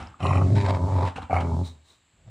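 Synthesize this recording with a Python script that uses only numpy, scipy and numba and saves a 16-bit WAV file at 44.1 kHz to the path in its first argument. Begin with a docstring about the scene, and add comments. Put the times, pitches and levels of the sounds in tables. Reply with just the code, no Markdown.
"""Big dog, playful growls

A big dog lies on a living-room rug and growls twice in play while mouthing a foot. Slow, uneven
pulses of the vocal folds boom in the chest, ring in throat and mouth, and chop the air into a rasp.
Around the growls it huffs, grunts and smacks its lips, then snuffles; at the end a paw drags over
the rug. A short, soft room tail and a quiet room tone sit behind it all."""
import sys
import numpy as np
from scipy import signal
from scipy.fft import rfft, irfft
from scipy.io import wavfile
from scipy.ndimage import uniform_filter1d
from numba import njit

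SR = 44100
rng = np.random.default_rng(int(sys.argv[2]) if len(sys.argv) > 2 else 0)


def unload_audio(sound):
    """Save the sound as a 16-bit wav file, at the path given as the first command line argument."""
    columns = np.transpose(np.atleast_2d(sound))
    # keep every value between -1 and 1, then stretch to whole-number steps
    steps = np.round(np.clip(columns, -1, 1) * 32767)
    wavfile.write(sys.argv[1], SR, steps.astype(np.int16))


N = 101429
TIME = np.arange(N) / SR

# Open-mouthed huffs, low grunts, surges of the growl into the chest, snuffles and paw strokes.
# Each row: start in seconds, attack in seconds, decay in seconds, level in dB.
HUFFS = [(0, 0.00044, 0.06, -35), (.185, 0.028, 0.014, -41.5), (1.03, 0.05, 0.028, -33.5),
         (1.155, 0.0078, 0.03, -31.5), (1.174, 0.003, 0.0071, -41.5), (1.215, 0.0062, 0.029, -39),
         (1.398, 0.012, 0.012, -29)]
GRUNTS = [(0, 0.0049, 0.025, -40), (.198, .01, 0.017, -43), (1.165, .02, 0.014, -39.5),
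          (1.29, 0.0061, 0.016, -37)]
SURGES = [(.22, .06, .1, -34), (.47, .06, .12, -27.5), (1.44, .12, .06, -33)]
SNUFFLES = [(1.62, 0.052, 0.03, -45.5), (1.81, 0.11, 0.039, -58)]
PAW_DRAGS = [(2.08, 0.15, 0.13, -58.5), (2.24, 0.039, 0.044, -51), (2.276, 0.0028, 0.015, -51.5)]
# Noise colours of the huff, the breath under the growl, the nose, the rug and the room tone.
# Each row: frequency in Hz, relative level in dB.
HUFF_COLOUR = [(35, -38), (60, 1.5), (183, -11.5), (253, -5), (399, -21.5), (536, -17.5), (658, -21),
               (755, -11), (1460, -16), (1840, -25), (2900, -24), (4790, -38.5), (8870, -43.5),
               (12200, -56), (14000, -56.5)]
HISS_COLOUR = [(2500, -8), (3800, 1), (5500, -2.5), (7500, -2), (10500, -13.5), (12000, -31), (15000, -19)]
NOSE_COLOUR = [(470, -8), (800, -9), (1080, -6), (1730, -16.5), (2350, -14.5), (2600, -19), (3410, -13),
               (3820, 3), (4540, -13.5), (9320, -16), (12400, -69), (13200, -27), (15500, -29)]
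RUG_COLOUR = [(24, -45), (40, -3.5), (122, 3.5), (339, -20.5), (561, -17), (753, -21), (900, -28),
              (1600, -32), (6000, -44), (7800, -61), (13200, -120)]
ROOM_TONE_COLOUR = [(15, -16.5), (25, -12), (101, 2.5), (213, -9), (363, -8), (488, -16), (621, -13),
                    (2780, -11), (3090, -12), (4380, -16), (5880, -30), (7680, -6.5), (8780, -31),
                    (15000, -43.5)]
# Pitch line of the vocal folds. Each row: time in seconds, pitch in Hz.
FOLD_PITCH = [(.2, 90.07), (.25, 88.62), (.3, 94.97), (.37, 93), (.43, 97.35), (.5, 99.02), (.6, 102.2),
              (.7, 96), (.8, 90.12), (.86, 94.9), (.95, 92.27), (1.05, 91.2), (1.15, 80.72), (1.33, 88.26),
              (1.45, 83.96), (1.6, 86.1), (1.68, 76.8)]
# Fader of the chest tone over both growls and their dying purr. Each row: time in seconds, level in dB.
CHEST_LEVEL = [(.19, -92), (.225, -24.5), (.26, -22), (.44, -20.5), (.6, -19.5), (.75, -23.5), (.8, -25.5),
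               (.85, -20.5), (.95, -21.5), (1.05, -24), (1.1, -43.5), (1.28, -55.5), (1.31, -36.5),
               (1.33, -22.5), (1.42, -26.5), (1.612, -23.5), (1.655, -37.5), (1.81, -58.5), (1.86, -78)]
# The folds catch and the chest tone ducks. Each row: time in seconds, depth in dB.
CATCHES = [(.275, 2.5), (0.479, 3), (0.546, -0.5), (0.622, 12), (0.777, 12), (.868, 18), (0.897, 8.5),
           (1.405, 12.5), (1.553, 2)]
# Wet smacks of lips, tongue and palate. Each row: start in seconds, level in dB, ring pitch in Hz.
SMACKS = [(.027, -38.5, 5500), (0.072, -37.5, 5200), (0.141, -36, 1246), (.208, -31, 677),
          (0.229, -25, 2850), (.251, -13, 1055), (.266, -21, 2820), (.268, -24.5, 3860), (0.307, -11, 1071),
          (.328, -22, 2410), (.372, -23.5, 2385), (.422, -19, 1100), (.538, -24, 604), (.565, -31.5, 640),
          (.884, -21, 870), (.981, -19.5, 862), (1.039, -21.5, 880), (1.162, -30, 2835), (1.181, -21, 774),
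          (1.23, -36.5, 3940), (1.299, -20.5, 702.8), (1.327, -10.5, 713), (1.37, -19, 2273),
          (1.514, -25.5, 876.7)]
# Faders of the two growls. Each row: time in seconds, then throat, mouth and rasp in relative dB.
LONG_GROWL = [(0.205, -38.5, -40, -52.5), (0.25, -26, -32, -43), (0.384, -29.5, -32, -46.5),
              (0.398, -23.5, -36, -59), (0.422, -24, -31, -58), (0.44, -24.5, -51, -58.5),
              (0.5, -27, -39.5, -58.5), (0.548, -27.5, -49, -61.5), (0.555, -32, -43, -46),
              (0.57, -23, -34, -43.5), (0.622, -31, -41.5, -44.5), (0.638, -26.5, -35.5, -54),
              (0.656, -35.5, -32.5, -40), (0.68, -37, -31, -49), (0.702, -26.5, -26, -37),
              (0.724, -29.5, -35, -57), (0.75, -37, -33.5, -45.5), (0.812, -27.5, -39.5, -71.5),
              (0.89, -34, -37.5, -61.5), (1.036, -31, -30.5, -49.5), (1.084, -42, -38.5, -47.5),
              (1.12, -50, -68, -68)]
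SHORT_GROWL = [(1.299, -33.5, -31.5, -46.5), (1.352, -33, -27.5, -36.5), (1.365, -31.5, -26.5, -36),
               (1.386, -32.5, -32, -42), (1.45, -28, -39.5, -53.5), (1.508, -29.5, -43.5, -70),
               (1.558, -33.5, -41, -73), (1.616, -29, -45, -78), (1.629, -34, -59, -66),
               (1.684, -64, -73.5, -81), (1.76, -56.5, -88, -91)]
# How loosely palate and lips flap and leak air. Each row: time in seconds, amount as a factor.
LOOSENESS = [(.42, 1.4), (.47, .5), (.66, .9), (.8, .6), (1.05, .8), (1.38, 1.1), (1.45, .4)]
# The two lowest mouth formants ride the jaw. Each row: time in seconds, lower in Hz, upper in Hz.
JAW_FORMANTS = [(.22, 704, 1040), (.42, 745, 1132), (.47, 529.2, 653), (.54, 500, 644), (.58, 630, 888),
                (.7, 630, 901), (1.02, 584, 833.5), (1.12, 610, 947.4), (1.3, 680, 700), (1.36, 638, 744),
                (1.46, 640, 840), (1.62, 670.3, 839)]
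# Resonances of the throat, three shapes of the lips, the chest's hollows and the room's low end.
# Each row: centre in Hz, width in Hz, relative level in dB.
THROAT_MODES = [(140, 30, 9), (210, 30, -4), (255, 34, 3), (418, 40, -5), (530, 45, -11)]
LIPS_BITING = [(1982, 210, 1.5), (2508, 315, 0.5), (3023, 69, -2.5), (3900, 200, -10), (5470, 360, -16),
               (7230, 1200, -19.5), (10100, 1300, -21.5)]
LIPS_GAPING = [(1450, 260, 3.5), (1910, 700, 3.5), (2400, 720, 0), (3134, 460, -5.5), (3767, 740, -2),
               (4965, 1400, -9), (7400, 1800, -16.5), (9500, 2300, -22)]
LIPS_CLOSING = [(1140, 320, 14), (1530, 475, -3.5), (2188.4, 410, 6), (3000, 270, -7.5), (4160, 620, -15.5),
                (7100, 3900, -30), (9600, 1400, -23)]
CHEST_HOLLOWS = [(138, 40, 0), (250, 40, -2)]
ROOM_MODES = [(77, 6, -9), (140, 9, -7), (216, 8, -13), (257, 7, -7)]
# Early reflections off floor and furniture. 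Each row: delay in seconds, gain as a factor.
REFLECTIONS = [(.0021, -0.061), (.0083, 0.11), (0.0134, 0.18)]

THROAT_BAND_HZ = (118, 560)
THROAT_TRIM_DB, MOUTH_TRIM_DB, RASP_TRIM_DB = -1.5, 1, 3.5
HISS_DB, ROOM_TONE_DB = -55.5, -66.5


def from_db(db):
    """Decibels to gain."""
    return 10 ** (np.asarray(db) / 20)


def rms_one(x):
    """Scale to rms 1."""
    return x / np.sqrt(np.mean(x ** 2) + 1e-20)


def levelled(x, size=1100):
    """Ride the gain to hold the running rms near 1."""
    power = uniform_filter1d(uniform_filter1d(x * x, size), size // 2)
    return x / np.sqrt(np.abs(power) + 1e-12)


def curves(rows):
    """One automation curve for each column after the time."""
    s, *columns = np.transpose(rows)
    return [np.interp(TIME, s, c) for c in columns]


def swells(table):
    """An envelope of smooth rises, each followed by an exponential fall."""
    return sum(from_db(db) * np.sin(np.pi / 2 * np.clip((TIME - s) / attack, 0, 1)) ** 2
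               * np.exp(-np.maximum(TIME - s - attack, 0) / decay) for s, attack, decay, db in table)


def drift(rate_hz, step=40):
    """Smooth random modulation with a spread of 1."""
    r = np.exp(-2 * np.pi * step * rate_hz / SR)
    slow = signal.lfilter([1], [1, -2 * r, r * r], rng.standard_normal(N // step + 2002))[2000:]
    return np.interp(np.arange(N) / step, np.arange(len(slow)), rms_one(slow))


def band(x, low_hz, high_hz, order=2):
    """Band-pass."""
    return signal.sosfilt(signal.butter(order, [low_hz, high_hz], "band", fs=SR, output="sos"), x)


def coloured_noise(colour, width=.14):
    """Stereo noise at rms 1, centred but for its treble."""
    hz, db = np.transpose(colour)
    bins_hz = np.maximum(np.arange(N // 2 + 1) * SR / N, 1)
    eq = from_db(np.interp(np.log(bins_hz), np.log(hz), db))
    mid, side = irfft(rfft(rng.standard_normal((2, N))) * eq, N)
    return rms_one(mid + width * band(side, 5800, 13000, order=4) * np.array([[1], [-1]]))


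def resonance(x, hz, width_hz):
    """One resonance with unity gain at its peak."""
    r = np.exp(-np.pi * width_hz / SR)
    poles = [1, -2 * r * np.cos(2 * np.pi * hz / SR), r * r]
    return signal.lfilter(np.array([1, 0, -1]) * (1 - r * r) / 2, poles, x + 1e-18)


def cavity(x, modes):
    """Parallel resonances in alternating polarity."""
    return sum((-1) ** k * from_db(db) * resonance(x, hz, width)
               for k, (hz, width, db) in enumerate(modes))


@njit
def glide(x, turn, r):
    """A resonance whose centre moves; turn is in radians per sample."""
    out, state = np.zeros(len(x)), 0j
    for i in range(len(x)):
        state = state * r * np.exp(1j * turn[i]) + x[i]
        out[i] = state.real * (1 - r)
    return out


def formant(x, hz, width_hz):
    """A moving resonance, applied twice for steep flanks."""
    turn, r = 2 * np.pi * hz / SR, np.exp(-np.pi * width_hz / SR)
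    return glide(glide(x, turn, r), turn, r)


def wavering_cavity(x, modes, wander=.018):
    """Parallel formants, each straying a little from its centre."""
    return sum((-1) ** k * from_db(db) * formant(x, hz * (1 + wander * drift(rate_hz=14)), width)
               for k, (hz, width, db) in enumerate(modes))


def huffs():
    """Short pushes of breath through the open mouth."""
    return band(swells(HUFFS) * coloured_noise(HUFF_COLOUR), 50, 10500, order=5)


def vocal_folds(jitter=.07, alternate_db=2, shimmer_db=3.5, slaps_per_s=140, puff_s=.0054):
    """Folds snap shut unevenly, palate and lips slap in between, and each pulse lets out a puff."""
    pitch_hz, = curves(FOLD_PITCH)
    looseness, = curves(LOOSENESS)
    cycles = np.cumsum(pitch_hz * (1 + jitter * drift(rate_hz=70))) / SR
    closures = np.diff(np.floor(cycles), prepend=0)
    closures *= from_db(alternate_db * np.cos(np.pi * cycles))   # every other pulse hits harder
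    slaps = .62 * looseness * (rng.random(N) < slaps_per_s / SR)
    pulses = (closures + slaps) * from_db(shimmer_db * np.minimum(rng.standard_normal(N), 1))
    opening = signal.lfilter([1], [1, -np.exp(-1 / (puff_s * SR))], pulses + 1e-18)
    puffs = uniform_filter1d(opening, size=50) * rng.standard_normal(N)
    return cycles, rms_one(pulses), rms_one(puffs)


def chest_boom(cycles, level, shimmer_db=2.4, alternate_db=1.5, catch_s=.01):
    """The fundamental booms in the chest: grunts, and a growl tone that ducks where the folds catch."""
    wobble_db = shimmer_db * drift(rate_hz=70) + alternate_db * np.cos(np.pi * cycles)
    boom = np.sqrt(2) * np.cos(2 * np.pi * cycles) * from_db(wobble_db)
    duck_db = sum(depth_db * np.exp(-((TIME - s) / catch_s) ** 2) for s, depth_db in CATCHES)
    return band((level * from_db(-duck_db) + swells(GRUNTS)) * boom, 76.2, 840, order=6)


def smacks(rise_cycles=.8, decay_cycles=4.3):
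    """Wet lips part: a pocket of air rings for a few cycles, with a little spray."""
    out = np.zeros(N)
    for s, db, hz in SMACKS:
        cycles = np.maximum(TIME - s, 0) * hz
        spray = rms_one(band(rng.standard_normal(N), hz / 2, hz * 2))
        envelope = (1 - np.exp(-cycles / rise_cycles)) * np.exp(-np.minimum(cycles / decay_cycles, 20))
        ring = envelope * (np.sin(2 * np.pi * cycles) + .45 * spray)
        out += from_db(db) * band(ring, hz / 2, hz * 1.13, order=3)
    return out


def growl_faders(fade_s=.003):
    """Gains of throat, mouth and rasp, faded in and out around each growl."""
    gains = 0
    for rows in (LONG_GROWL, SHORT_GROWL):
        inside_s = np.minimum(TIME - rows[0][0], rows[-1][0] - TIME)
        gains = gains + from_db(curves(rows)) * np.clip(1 + inside_s / fade_s, 0, 1)
    return gains


def throat_rumble(pulses, puffs):
    """Pulses and a little air ring the throat; the nasal branch swallows one narrow band."""
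    hollow = cavity(pulses + .16 * puffs, THROAT_MODES)
    notched = hollow - resonance(hollow, hz=315, width_hz=50)
    return levelled(band(notched, *THROAT_BAND_HZ, order=4))


def mouth_vowel(pulses, puffs, upper_db=3):
    """Pulses and leaking air ring two formants that move with the jaw."""
    lower_hz, upper_hz = curves(JAW_FORMANTS)
    looseness, = curves(LOOSENESS)
    drive = pulses + looseness * puffs
    lower = formant(drive, lower_hz, width_hz=404)
    upper = formant(drive, upper_hz, width_hz=185)
    return levelled(band(lower + from_db(upper_db) * upper, 470, 1354, order=3))


def muzzle_rasp(pulses, puffs, gape_at_s=.444, close_at_s=1.1, move_s=.058):
    """Chopped air rasps through restless lips that go from biting to gaping to closing."""
    drive = pulses + 27 * puffs
    opened, closed = (np.clip((TIME - s) / move_s, 0, 1) for s in (gape_at_s, close_at_s))
    rasp = (1 - opened) * wavering_cavity(drive, LIPS_BITING)
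    rasp += (opened - closed) * wavering_cavity(drive, LIPS_GAPING)
    rasp += closed * wavering_cavity(drive, LIPS_CLOSING)
    return levelled(band(rasp, 1100, 9840, order=6))


def chest_surges(puffs):
    """The growl sinks into the chest and swells as the puffs fill its hollows."""
    hollow = wavering_cavity(puffs, CHEST_HOLLOWS)
    return swells(SURGES) * levelled(band(hollow, *THROAT_BAND_HZ, order=4))


def voice():
    """Grunts and growls: the folds drive chest, throat, mouth and muzzle over a hiss of breath."""
    chest = from_db(curves(CHEST_LEVEL)[0])
    throat, mouth, rasp = growl_faders()
    cycles, pulses, puffs = vocal_folds()
    mix = chest_boom(cycles, chest)
    mix += from_db(THROAT_TRIM_DB) * throat * throat_rumble(pulses, puffs)
    mix += from_db(MOUTH_TRIM_DB) * mouth * mouth_vowel(pulses, puffs)
    mix += from_db(RASP_TRIM_DB) * rasp * muzzle_rasp(pulses, puffs)
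    mix += chest_surges(puffs)
    hiss_gain = from_db(HISS_DB) * (chest / chest.max()) ** .67   # gently follows the chest fader
    return mix + hiss_gain * coloured_noise(HISS_COLOUR, width=.32)


def snuffles():
    """Thin, bright breaths through the nose."""
    return swells(SNUFFLES) * coloured_noise(NOSE_COLOUR)


def paw_drag():
    """A paw rubs over the rug with a dull, soft brush."""
    return swells(PAW_DRAGS) * coloured_noise(RUG_COLOUR)


def with_reflections(x, low_cut_hz=520):
    """The direct sound, plus its mids and highs bouncing off floor and furniture."""
    bright = signal.sosfilt(signal.butter(3, low_cut_hz, "high", fs=SR, output="sos"), x)
    return x + sum(gain * np.array([np.interp(TIME - delay, TIME, side, left=0) for side in bright])
                   for delay, gain in REFLECTIONS)


def room_reverb(x, t60_s=.5, tail_db=-15, width=.8):
    """A short, soft tail, wider in the mids, and a few lingering low modes."""
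    age = TIME[:SR // 2]
    tails = band(rng.standard_normal((2, len(age))), 330, 2100, order=1)
    tails *= from_db(-60 * age / t60_s) * (age > .004)   # decay after a 4 ms pre-delay
    send = band(x, 440, 13000)
    mid, side = (signal.fftconvolve(send, tail / np.sqrt(np.sum(tail ** 2)))[:N] / 2 for tail in tails)
    stereo = mid + width * band(side, 420, 1334, order=4) * np.array([[1], [-1]])
    return from_db(tail_db) * stereo + cavity(x, ROOM_MODES)


def scene():
    """The dog up close, in a quiet room."""
    dog = with_reflections(voice() + smacks() + huffs()) + snuffles() + paw_drag()
    return dog + room_reverb(dog.mean(axis=0)) + from_db(ROOM_TONE_DB) * coloured_noise(ROOM_TONE_COLOUR)


def record(dry, stop_hz=16600):
    """A steep high cut takes off the very top."""
    return signal.sosfilt(signal.cheby2(12, 70, stop_hz, fs=SR, output="sos"), dry)


dry = scene()
out = record(dry)
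unload_audio(out)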